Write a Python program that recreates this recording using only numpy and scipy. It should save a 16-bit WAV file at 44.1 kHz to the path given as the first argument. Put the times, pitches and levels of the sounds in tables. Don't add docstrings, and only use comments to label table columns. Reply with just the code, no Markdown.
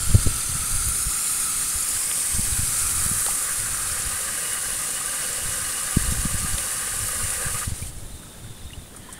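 import sys
import numpy as np
from scipy import signal
from scipy.fft import rfft, irfft
from scipy.io import wavfile
from scipy.ndimage import map_coordinates

SR = 44100
rng = np.random.default_rng(int(sys.argv[2]) if len(sys.argv) > 2 else 0)


def master_out(mix):
    frames = np.transpose(np.atleast_2d(mix))
    ceiling = np.clip(frames, -1, 1)
    pcm = np.round(ceiling * 32767).astype(np.int16)
    wavfile.write(sys.argv[1], SR, pcm)


N = 405279


def amp(db):
    return 10 ** (np.asarray(db) / 20)

def unit_rms(x):
    return x / np.sqrt(np.mean(x ** 2) + 1e-20)

def in_time(rows):
    s, *columns = np.transpose(rows)
    return [np.interp(np.arange(N) / SR, s, c) for c in columns]

def hold(start, length, edge):
    t = np.arange(N) / SR
    return np.clip(np.minimum(t - start, start + length - t) / edge + .5, 0, 1)

def add(out, s, sound):
    i = round(s * SR)
    out[i:i + len(sound)] += sound[:N - i]

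def drift(hz):
    r = np.exp(-80 * np.pi * hz / SR)
    slow = signal.lfilter([1], [1, -2 * r, r * r], rng.standard_normal(N // 40 + 2002))[2000:]
    return np.interp(np.arange(N) / 40, np.arange(len(slow)), unit_rms(slow))

def colour(x, spectrum):
    size = 8192
    hz, level_db = np.transpose(spectrum)
    grid = np.maximum(np.fft.rfftfreq(size, 1 / SR), 1)
    cepstrum = irfft(np.interp(np.log(grid), np.log(hz), level_db) * np.log(10) / 20)
    cepstrum[1:size // 2] *= 2
    cepstrum[size // 2 + 1:] = 0
    return signal.fftconvolve(x, irfft(np.exp(rfft(cepstrum))))[:N]

def resonance(x, hz, width_hz):
    r = np.exp(-np.pi * width_hz / SR)
    gain = (1 - r * r) / 2
    return signal.lfilter([gain, 0, -gain], [1, -2 * r * np.cos(2 * np.pi * hz / SR), r * r], x)


def droplets(per_s, spread_db, mist):
    sizes = amp(spread_db * np.minimum(rng.exponential(1, N), 6)) * rng.choice([-1, 1], N)
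    return unit_rms(sizes * (rng.random(N) < per_s / SR)) + mist * rng.standard_normal(N)

def bubbles(per_s, pitches_hz, q, spread_db, max_spreads):
    sizes = amp(spread_db * np.minimum(rng.exponential(1, N), max_spreads))
    kicks = sizes * (rng.random(N) < per_s / SR)
    choice = rng.integers(0, len(pitches_hz), N)
    rings = (resonance(kicks * (choice == k) + 1e-18, hz, hz / q) for k, hz in enumerate(pitches_hz))
    return unit_rms(sum(rings))

def splashes(per_s, t60):
    jumps = rng.exponential(1, N) * (rng.random(N) < per_s / SR)
    return signal.lfilter([1], [1, -amp(-60 / (t60 * SR))], jumps + 1e-18)

# t/s, level/dB, tilt of the lower hiss/dB
SPRAY_LEVELS = [(0, -28.5, 3.5), (.46, -28, 2.5), (.9, -25.5, -3), (1.33, -24.5, -1.5), (1.75, -25.5, -1),
                (2.9, -24, -2), (3.22, -23.5, -5), (3.68, -27.5, 0.5), (4.5, -28, 1), (6.5, -28, 1.5),
                (7.22, -27.5, -0.5), (7.6, -28, -0.5), (7.65, -31, 1), (7.68, -35, 4.5), (7.735, -40, 6.5),
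                (7.78, -36.5, 3), (7.885, -38.5, 3), (7.91, -44.5, 2), (8.05, -45.5, 0), (8.6, -49.5, 7),
                (9.19, -48.5, 0)]
# f/Hz, density level/dB
SPRAY_SPECTRUM = [(250, -29), (400, -36), (900, -21), (2000, -18.5), (3800, -16), (4300, -14), (5400, -14),
                  (6500, -11.5), (7800, -6), (9400, -1.5), (10200, -5), (10700, -8), (12200, -15),
                  (15700, -21)]
def spray(surge_db, patchy_db):
    level_db, tilt_db = in_time(SPRAY_LEVELS)
    impacts = droplets(per_s=9000, spread_db=1.5, mist=1.74)
    ringing = bubbles(1500, np.geomspace(1500, 15000, 40), q=36, spread_db=6.9, max_spreads=5)
    rest = unit_rms(colour(impacts + .37 * ringing, SPRAY_SPECTRUM))
    envelope = amp(level_db + surge_db * drift(27))
    hiss = 0
    for hz in np.geomspace(900, 12500, 9):
        band = signal.sosfiltfilt(signal.butter(2, hz, fs=SR, output="sos"), rest)
        rest = rest - band
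        lowness = np.clip(np.log2(7500 / hz), 0, 1)
        gain = amp(lowness * tilt_db + patchy_db * drift(1.9))
        hiss += band * gain * (1 + .097 * splashes(per_s=60, t60=.046))
    hiss += rest * amp(.2 * np.minimum(level_db + 42, 0))
    return envelope * hiss * (1 + .015 * splashes(per_s=44, t60=.0075))

# t/s, first lag/ms, second lag/ms, strength/1
NEAR_ECHOES = [(0, .41, .76, .7), (.25, .465, .73, .7), (.55, .47, .725, .6), (.8, .46, .72, 1),
               (1.0, .44, .68, .9), (1.25, .41, .62, .8), (1.55, .47, .7, .6), (1.75, .43, .5, .5),
               (2.1, .36, .5, .7), (2.45, .36, .55, .5), (2.9, .4, .6, 0), (9.19, .4, .6, 0)]
def reflections(x, bank_gain):
    lag1_ms, lag2_ms, strength = in_time(NEAR_ECHOES)
    n = np.arange(N)
    treble = signal.butter(2, [3800, 11000], "band", fs=SR, output="sos")
    scattered = strength * signal.sosfiltfilt(treble, x)
    out = x.copy()
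    for gain, lag_ms in ((.3, lag1_ms), (-.32, lag2_ms)):
        out += gain * map_coordinates(scattered, [n - lag_ms * SR / 1000], order=3)
    for bank_ms in (1.35, 2.4, 3.9, 6.1):
        lag_ms = bank_ms + .076 * drift(.64)
        out += bank_gain * np.interp(n - lag_ms * SR / 1000, n, x)
    return out

# t/s, level/dB, stoop/1 (0 above, 1 at the water line)
DRONE = [(0, -46, 0.73), (.6, -37.5, 0.089), (1.7, -36, 0), (2.2, -36.5, 0.36), (2.6, -36.5, 0.21),
         (3, -33.5, 0.29), (3.3, -39, 0.81), (3.7, -35, 0.52), (4.25, -38, 0.88), (5, -38.5, 0.93),
         (7, -38.5, 0.88), (7.45, -35, 0.8), (9.19, -35, 1)]
# f/Hz, nominal width/Hz, gain from above/dB, gain at the water line/dB
FLOAT_MODES = [(518, 112, -21, -2.5), (770, 57, -18.5, -8.5), (1102, 296, -15, -7.5), (1240, 114, -17, 3.5),
               (1425, 33, -12, -6), (1584, 276, -11.5, 0), (1961, 190, -12.5, -4), (2194, 79, -7.5, -9),
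               (2484, 200, -9.5, -10.5), (2780, 120, -30, -4.5), (2935, 60, -55, 4)]
STOP_S = 7.65
def pump(waver_db, gulps_s, run_down_db_per_s):
    drone_db, stoop = in_time(DRONE)
    t = np.arange(N) / SR
    drone_db -= 7 * sum(np.exp(-((t - s) / .0092) ** 2) for s in gulps_s)
    drone_db -= 15 * hold(STOP_S, np.inf, .0079) + run_down_db_per_s * np.maximum(t - STOP_S, 0)
    shake = droplets(per_s=3000, spread_db=3, mist=.98)
    modes = 0
    for k, (hz, width_hz, above_db, waterline_db) in enumerate(FLOAT_MODES):
        ring = resonance(resonance(shake, hz, 1.32 * width_hz), hz, 1.32 * width_hz)
        heard_db = above_db + stoop * (waterline_db - above_db)
        modes += (-1) ** k * amp(heard_db + waver_db * drift(17.4)) * ring
    return amp(drone_db + .4 * drift(22)) * unit_rms(modes)

# t/s, f/Hz, level/dB
HOLLOW_SWEEP = [(0, 1342, -43), (1.5, 1320, -41), (2.45, 1202, -53), (2.6, 1400, -46), (2.9, 1318, -39),
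                (3.35, 1240, -44.5), (3.5, 1440, -48), (3.8, 1360, -39.5), (4.3, 1223, -56),
                (4.5, 1230, -90), (9.19, 1230, -90)]
def hollow_sweep(width_hz):
    hz, level_db = in_time(HOLLOW_SWEEP)
    phase = 2 * np.pi * np.cumsum(hz) / SR
    lowpass = signal.butter(2, width_hz / 2, fs=SR, output="sos")
    slow = signal.sosfilt(lowpass, rng.standard_normal((2, N)))
    return amp(level_db) * unit_rms(slow[0] * np.cos(phase) + slow[1] * np.sin(phase))

# f/Hz, density level/dB
WIND_SPECTRUM = [(11, 11), (18, 8.5), (108, 4), (193, -13), (232, -11.5), (297, -23), (601, -27.5),
                 (700, -43), (910, -63), (1540, -120)]
# t/s, duration/s, level/dB
WIND_GUSTS = [(0, 0.36, -27.5), (0.437, 0.62, -37.5), (1.437, 0.27, -47), (2.314, 0.88, -36.5),
              (3.453, 0.71, -45), (5.43, 0.23, -44), (5.964, 0.596, -31), (6.77, 0.61, -41.5),
              (7.447, 0.72, -41.5), (8.35, 0.45, -46)]
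# t/s, nominal level/dB, nominal f/Hz
WIND_BUFFETS = [(0.095, -23, 113), (.108, -21, 90), (.143, -12, 110), (.147, -21, 333), (.152, -8, 102),
                (.184, -22.5, 135), (.262, -16.5, 140), (.271, -19, 302), (.555, -25, 99), (.752, -26, 60),
                (.865, -26, 60.6), (1.065, -27, 76), (1.755, -31.5, 50.4), (2.345, -26, 67),
                (2.392, -19.5, 129), (2.591, -25.5, 119), (2.63, -25, 80.5), (3.06, -21, 100),
                (3.114, -22, 131), (3.724, -32, 81), (4.06, -31, 65), (5.455, -30, 118), (5.969, -9.5, 165),
                (6.016, -30, 110), (6.085, -20.5, 70), (6.122, -20, 131), (6.182, -23.5, 108),
                (6.253, -16.5, 142), (6.343, -18.5, 101), (6.445, -21.5, 140), (6.54, -25, 79.6),
                (7.012, -26.5, 60.3), (7.462, -23, 89.5), (7.545, -25.5, 78), (7.677, -23.5, 130),
                (7.719, -20.5, 92.5), (7.823, -27.5, 110), (8.035, -42, 50), (8.135, -37, 65),
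                (8.445, -32.5, 83), (8.775, -34, 60)]
def wind(calm_db, lumpy_db, puff_db, puff_cycles):
    gusts = amp(calm_db) + sum(amp(db) * hold(s, length, edge=.12) for s, length, db in WIND_GUSTS)
    envelope = gusts * amp(lumpy_db * drift(12))
    pulses = np.zeros(N)
    for s, db, hz in WIND_BUFFETS:
        cycles = hz * np.arange(int(4 * SR / hz)) / SR
        shape = 2.1 * cycles * np.exp(1 - 2.96 * cycles ** 2.5)
        add(pulses, s, -amp(db) * shape * np.sin(2 * np.pi * cycles ** .78))
        puff = np.sin(np.pi * np.minimum(cycles / puff_cycles, 1))
        add(envelope, max(s - 1 / hz, 0), amp(db + puff_db) * puff)
    return pulses + envelope * unit_rms(colour(rng.standard_normal(N), WIND_SPECTRUM))

# f/Hz, density level/dB
GARDEN_SPECTRUM = [(88, -19), (150, 3.5), (389, -5), (482, -6), (633, -8.5), (1950, -16.5), (2200, -19),
                   (3640, -15), (4600, -24), (9260, -22.5), (15700, -22.5)]
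def garden(level_db):
    envelope = amp(level_db + .44 * drift(12))
    return envelope * unit_rms(colour(rng.standard_normal(N), GARDEN_SPECTRUM))

# t/s, relative fizz level/dB, fizz t60/s, tick level/dB, f/Hz
DROP_IMPACTS = [(.72, -20, .015, -15, 10800), (.8874, -14, .012, -6, 12000), (1.9495, -18, .02, -34, 4000),
                (2.0862, -16, .03, -34, 5000), (2.115, -30, .01, -12, 3300), (2.5641, -18, .02, -34, 5000),
                (3.0629, -14, .02, -30, 5000), (3.2642, -5, .008, -12, 4000), (3.3074, -16, .01, -18, 2700),
                (4.9053, -17, .02, -26, 4000), (4.965, -20, .02, -26, 5000), (5.88, -22, .02, -26, 3500),
                (6.5805, -30, .01, -18, 5500), (6.5835, -19, .03, -12, 3600), (7.0823, -18, .02, -34, 5000),
                (7.3033, -11, .03, -30, 7000), (7.4749, -20, .02, -34, 5000), (7.695, -26, .05, -31, 5500),
                (7.7593, -25, .03, -32, 5000), (7.79, -32, .02, -33, 3500), (7.8171, -24, .04, -34, 5500),
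                (7.87, -27, .02, -36, 11000), (8.15, -36, .05, -42, 5500), (8.4612, -36, .02, -46, 6000),
                (8.9635, -27, .07, -36, 9500), (9.1072, -38, .02, -40, 5500), (9.1262, -23, .08, -38, 7500)]
def splats(overtone_ratio):
    ticks, fizz = np.zeros((2, N))
    t = np.arange(SR // 10) / SR
    for s, fizz_db, t60, tick_db, tick_hz in DROP_IMPACTS:
        add(fizz, s, amp(fizz_db - 8.5 - 60 * t / t60))
        for hz, db in ((tick_hz, tick_db), (min(overtone_ratio * tick_hz, 15000), tick_db - 1)):
            add(ticks, s, amp(db) * np.exp(-.75 * hz * t) * np.sin(2 * np.pi * hz * t))
    bright = resonance(colour(rng.standard_normal(N), SPRAY_SPECTRUM), 8400, 5000)
    return ticks + fizz * unit_rms(bright)

# t/s, level/dB, starting f/Hz, t60/s
DRIP_BUBBLES = [(2.893, -28, 2900, .015), (3.264, -24, 520, .022), (3.2645, -21, 1250, .02),
                (3.284, -21, 800, .025), (3.289, -27, 1150, .025), (7.762, -33, 3900, .02),
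                (7.824, -34, 2300, .05), (7.836, -39, 3900, .02), (7.985, -44, 2250, .03),
                (8.345, -43, 1600, .04), (8.47, -46, 1650, .03), (9.041, -42, 3000, .02),
                (8.7335, -31, 2800, .035), (9.088, -33, 990, .06)]
def drips():
    out, t = np.zeros(N), np.arange(SR // 10) / SR
    for s, db, hz, t60 in DRIP_BUBBLES:
        phase = 2 * np.pi * hz * (t + 2.8 * t ** 2)
        attack = np.minimum(t * hz, 1)
        add(out, s, amp(db - 60 * t / t60) * attack * np.sin(phase))
    return out * (1 + .15 * drift(150))

def trickle(per_s, level_db):
    rings = bubbles(per_s, np.geomspace(1250, 1980, 10), q=15, spread_db=4.1, max_spreads=4)
    return amp(level_db) * hold(STOP_S, np.inf, .05) * rings

def bird(start_s, length_s, notes_per_s, top_hz, fall_hz):
    t = np.arange(N) / SR - start_s
    note_progress = (notes_per_s * (t + .005) + .06 * drift(4)) % 1
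    hz = top_hz + 52 * drift(12) - fall_hz * np.clip(2.1 * note_progress - .4, 0, 1)
    envelope = np.sin(np.pi * note_progress) * (1 + .5 * drift(60))
    notes = envelope * np.sin(2 * np.pi * np.cumsum(hz) / SR)
    lag_s = np.arange(SR // 4) / SR
    echoes = .045 * rng.standard_normal(len(lag_s)) * amp(-60 * lag_s / .3)
    blurred = unit_rms(notes + signal.fftconvolve(notes, echoes)[:N])
    return amp(-56.5 + 2.5 * t) * blurred * hold(start_s, length_s, edge=.03)

def swell(start_s, rise_s, level_db):
    white = rng.standard_normal(N)
    bands = unit_rms(resonance(white, 1780, 300) + .5 * resonance(white, 3100, 300))
    return amp(level_db) * hold(start_s + rise_s / 2, np.inf, rise_s) * bands

# f/Hz, side level relative to mid/dB
SIDE_SPECTRUM = [(60, -63), (110, -79), (200, -51), (380, -39.5), (700, -53), (1290, -63), (2380, -17),
                 (4400, -37), (8120, -94), (15000, -31)]
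def scene():
    mid = reflections(spray(surge_db=.5, patchy_db=-.42), bank_gain=.14)
    mid += pump(waver_db=2.1, gulps_s=(7.525, 7.605), run_down_db_per_s=35)
    mid += hollow_sweep(width_hz=184)
    mid += wind(calm_db=-46, lumpy_db=3, puff_db=-6, puff_cycles=2.93)
    mid += garden(level_db=-46)
    mid += splats(overtone_ratio=2.3)
    mid += drips()
    mid += trickle(per_s=70, level_db=-60)
    mid += bird(start_s=8.05, length_s=.84, notes_per_s=16.9, top_hz=3930, fall_hz=400)
    mid += swell(start_s=8.86, rise_s=.26, level_db=-49)
    side = colour(np.roll(mid, 900), SIDE_SPECTRUM)
    return np.array([mid + side, mid - side])

def record(dry):
    return signal.sosfilt(signal.ellip(14, .2, 65, 15720, fs=SR, output="sos"), dry)


dry = scene()
out = record(dry)
master_out(out)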